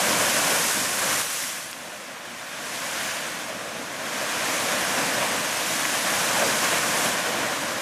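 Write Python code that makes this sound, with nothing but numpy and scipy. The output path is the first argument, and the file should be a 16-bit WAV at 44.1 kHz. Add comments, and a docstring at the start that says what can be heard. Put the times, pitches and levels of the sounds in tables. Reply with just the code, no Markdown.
"""Water crashes onto a pool over the roar of a vent: a distant geyser surges twice in the open.
Turbulence gives the roar and a low rumble. Falling water and hissing spray are noise mixed with
dense random impacts, and each brightens as it rises above the layer below it in pitch.
A few drops tick nearby, and in the second surge a mass of water plunges in with a sinking tone.
One microphone hears it all."""
import sys
import numpy as np
from scipy import signal
from scipy.fft import rfft, irfft, next_fast_len
from scipy.io import wavfile
from scipy.ndimage import uniform_filter1d

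SR = 44100
rng = np.random.default_rng(int(sys.argv[2]) if len(sys.argv) > 2 else 0)


def generate_wav(signal):
    """Clip the signal to [-1, 1] and save it as 16-bit WAV at the path in sys.argv[1]."""
    frames = np.transpose(np.atleast_2d(signal))
    scaled = np.clip(frames, -1, 1) * 32767
    pcm = np.round(scaled).astype(np.int16)
    wavfile.write(sys.argv[1], SR, pcm)


N = 344421
TIME = np.arange(N) / SR


def amp(db):
    """Amplitude ratio of a level in decibels."""
    return 10 ** (np.asarray(db) / 20)


def unit_rms(x):
    """Normalisation to unit mean power."""
    return x / np.sqrt(np.mean(x ** 2) + 1e-20)


def impacts(per_s, spread_db):
    """Shot noise: impulses at random moments, most small and a few large."""
    size = amp(spread_db * np.minimum(rng.exponential(1, N), 3)) * rng.choice([-1, 1], N)
    return unit_rms(size * (rng.random(N) < per_s / SR))


def coloured(x, spectrum, patchy_db, patch_s, patch_hz, tilt_db=0, pivot_hz=1000):
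    """Time-varying filtering: a spectral envelope with random patches and a tilt in dB per octave."""
    hz, t, bins = signal.stft(x, SR, nperseg=1024, noverlap=768)
    f, db = np.transpose(spectrum)
    patches = uniform_filter1d(rng.standard_normal(bins.shape), max(1, round(patch_hz / hz[1])), 0)
    patches = unit_rms(uniform_filter1d(patches, max(1, round(patch_s / t[1])), 1))
    shape_db = np.interp(np.log(hz + 1), np.log(f), db)[:, None] + patchy_db * patches
    octaves = np.log2(np.clip(hz, f[0], f[-1]) / pivot_hz)[:, None]
    shape_db += np.interp(t, TIME, tilt_db * np.ones(N)) * octaves
    return unit_rms(signal.istft(bins * amp(shape_db), SR, nperseg=1024, noverlap=768)[1][:N])


def churn(slow_hz, fast_hz):
    """Superposition: slow sines of random phase give the uneven pulsing of the flow."""
    t = np.arange(0, N + 64, 64) / SR
    rates_hz = np.geomspace(slow_hz, fast_hz, 40)
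    waves = sum(np.sin(2 * np.pi * (f * t + rng.random())) / np.sqrt(f) for f in rates_hz)
    return np.interp(TIME, t, unit_rms(waves))


# Notches on the path to the microphone: (frequency [Hz], width [Hz], gain [dB])
NOTCHES = [(405, 45, -6), (860, 80, -3), (1280, 90, -3), (2050, 150, -2), (4400, 600, -2.5)]

def sound_path(x):
    """Fixed spectral notches, likely from interference with reflections off ground and pool."""
    size = next_fast_len(N)
    hz = np.fft.rfftfreq(size, 1 / SR)
    cut_db = sum(db * np.exp(-.5 * ((hz - f) / width) ** 2) for f, width, db in NOTCHES)
    return irfft(rfft(x, size) * amp(cut_db), size)[:N]


# Drops landing nearby: (time [s], level [dB], frequency [Hz], decay time [s])
NEAR_DROPS = [(1.129, -9, 3000, .0002), (1.215, -16, 9500, .0003), (1.2317, -11, 6000, .00008),
              (1.438, -16.5, 2100, 0.00084), (1.7124, -25, 7500, .0004), (1.7138, -18, 11500, .00015),
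              (1.730, -19, 2600, 0.00044), (1.7301, -21, 5000, .0005), (5.853, -10, 2120, 0.0011)]

def near_drops():
    """Damped oscillation: each drop rings for a few cycles."""
    out, t = np.zeros(N), np.arange(400) / SR
    for start, db, hz, decay in NEAR_DROPS:
        ring = np.sin(2 * np.pi * hz * t) * np.exp(-t / max(decay, 1e-4))
        out[round(start * SR):][:400] += amp(db) * ring
    return out


def plunge(start_s=6.3, length_s=.23, level_db=-29.5, from_hz=1300, to_hz=329, width_hz=260):
    """Cavity resonance: a band of noise sinks in pitch as plunging water opens a hollow in the pool."""
    progress = np.clip((TIME - start_s) / length_s, 0, 1)
    hz = from_hz * (to_hz / from_hz) ** progress
    pole = np.exp(-np.pi * width_hz / SR)
    noise = rng.standard_normal(N) + 1j * rng.standard_normal(N)
    band = signal.lfilter([1], [1, -2 * pole, pole * pole], noise)
    tone = (band * np.exp(2j * np.pi * np.cumsum(hz) / SR)).real
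    envelope = np.minimum(np.minimum(progress, 1 - progress) / .15, 1)  # rise and fall take 15% each
    return amp(level_db) * envelope * unit_rms(tone)


# Spectrum of the rumble: (frequency [Hz], spectral level [dB])
RUMBLE_SPECTRUM = [(20, -40), (35, -44), (55, -31), (100, -11.5), (170, -4), (270, -2), (340, -1.5),
                   (450, -15.5), (800, -66)]

def rumble(roar_db, heave_db, follows=.82, offset_db=-12, growth_db_per_s=.2):
    """Low-frequency turbulent noise: it partly follows the roar's level and slowly gains on it."""
    level_db = follows * roar_db + offset_db + growth_db_per_s * (TIME - TIME.mean()) + heave_db
    noise = rng.standard_normal(N)
    return amp(level_db) * coloured(noise, RUMBLE_SPECTRUM, patchy_db=0, patch_s=.063, patch_hz=100)


# Spectrum of the vent: (frequency [Hz], spectral level [dB])
ROAR_SPECTRUM = [(250, -40.5), (400, -7), (480, -5.5), (600, -3.5), (750, -7), (950, -10.5), (1500, -30.5),
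                 (3000, -52)]

def vent_roar():
    """Turbulence in the vent radiates a broad band of noise."""
    return coloured(rng.standard_normal(N), ROAR_SPECTRUM, patchy_db=1.23, patch_s=.067, patch_hz=200)


# Spectrum of the spray: (frequency [Hz], spectral level [dB])
SPRAY_SPECTRUM = [(1500, -12), (3000, -4), (4500, -4), (6300, -3), (8000, -5.5), (10500, -8), (12500, -13),
                  (14000, -20.5), (15500, -29)]

def spray(above_water_db):
    """Incoherent summation: fine impacts merge into a hiss, brighter as it rises above the water."""
    patter = rng.standard_normal(N) + .5 * impacts(per_s=3000, spread_db=2.5)
    return coloured(patter, SPRAY_SPECTRUM, patchy_db=1.1, patch_s=.025, patch_hz=400,
                    tilt_db=2 + .44 * above_water_db, pivot_hz=7500)


# Spectrum of water striking the pool: (frequency [Hz], spectral level [dB])
WATER_SPECTRUM = [(300, -59), (700, -6.5), (1050, -1.5), (1600, -1.5), (2100, -3), (2800, -8),
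                  (3500, -10.5), (5000, -13.5), (9000, -28)]

def falling_water(above_roar_db):
    """Impact noise: dense slaps on the pool form a crash, brighter as it rises above the roar."""
    slaps = rng.standard_normal(N) + .44 * impacts(per_s=1500, spread_db=3.4)
    return coloured(slaps, WATER_SPECTRUM, patchy_db=.6, patch_s=.03, patch_hz=300,
                    tilt_db=-1.5 + .29 * above_roar_db, pivot_hz=1700)


# Course of the eruption: (time [s], roar level [dB], water level [dB], spray level [dB])
ERUPTION_LEVELS = [(0, -33.5, -29, -30), (.5, -34.5, -29.5, -28.5), (.7, -37.5, -32, -29),
                   (.9, -39.5, -33.5, -32.5), (1.12, -38, -31.5, -30), (1.42, -45, -32.5, -29),
                   (1.75, -44.5, -39, -41), (2.2, -45, -38.5, -45), (2.5, -44, -36.5, -41.5),
                   (2.76, -39.5, -32.5, -35), (3.05, -38, -29.5, -33), (3.55, -38.5, -35, -40),
                   (3.9, -38, -34.5, -40.5), (4.2, -36, -29, -34), (4.55, -32.5, -27, -30),
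                   (5.2, -31, -26.5, -30), (5.45, -34, -28, -31), (5.7, -35, -27.5, -29),
                   (6.4, -30, -25, -27), (6.58, -31, -26, -27), (6.72, -31.5, -24, -27.5),
                   (6.83, -32, -26.5, -28.5), (7.05, -31.5, -27, -26.5), (7.2, -33, -27.5, -32),
                   (7.81, -34, -30, -35)]
# Heavy splashes that swell the lower layers: (time [s], swell of the roar [dB], half-length [s])
HEAVY_SPLASHES = [(0.035, 1, .05), (.2, 1, 0.034), (0.523, 1.5, .05), (1.066, 1.5, .05), (1.92, 1, .08),
                  (2.98, 1, 0.058), (3.466, 0.5, .06), (4.468, 2, .04), (4.72, 2, 0.049), (5.0, 3.5, 0.046),
                  (5.232, 2.5, .03), (6.46, 2.5, 0.07), (6.65, 2.5, .03), (6.74, 3, .03),
                  (6.96, 3.5, 0.049), (7.061, 6, 0.025), (7.418, 2.5, 0.13)]

def geyser(opening_s=1.22, opening_boost_db=4.5):
    """Common amplitude modulation: one uneven flow makes roar, water and spray pulse together."""
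    times, *levels = np.transpose(ERUPTION_LEVELS)
    roar_db, water_db, spray_db = [np.interp(TIME, times, level) for level in levels]
    swell_db = sum(db * np.exp(-((TIME - at) / half) ** 2) for at, db, half in HEAVY_SPLASHES)
    gusts_db = churn(2.5, 10)
    pulsing = churn(7, 60)
    mix = rumble(roar_db, heave_db=.75 * swell_db + gusts_db)
    mix += vent_roar() * amp(roar_db + swell_db + .61 * pulsing)
    mix += falling_water(water_db - roar_db) * amp(water_db + .5 * swell_db + .26 * pulsing)
    mix += spray(spray_db - water_db) * amp(spray_db + .22 * pulsing)
    return mix * amp(opening_boost_db * (TIME < opening_s))  # a louder opening, then a sudden step down


def scene():
    """Superposition: distant and near sources add at one microphone, which feeds both channels."""
    mono = sound_path(geyser() + plunge()) + near_drops()
    return np.array([mono, mono])


def record(dry):
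    """Band limiting: the small microphone loses bass below 60 Hz; a steep low-pass ends the treble."""
    thin = signal.sosfilt(signal.butter(2, 60, "high", fs=SR, output="sos"), dry)
    low_pass = signal.firwin(1023, cutoff=15015, window=("kaiser", 9), fs=SR)
    return signal.oaconvolve(thin, low_pass[None], "same")


dry = scene()
out = record(dry)
generate_wav(out)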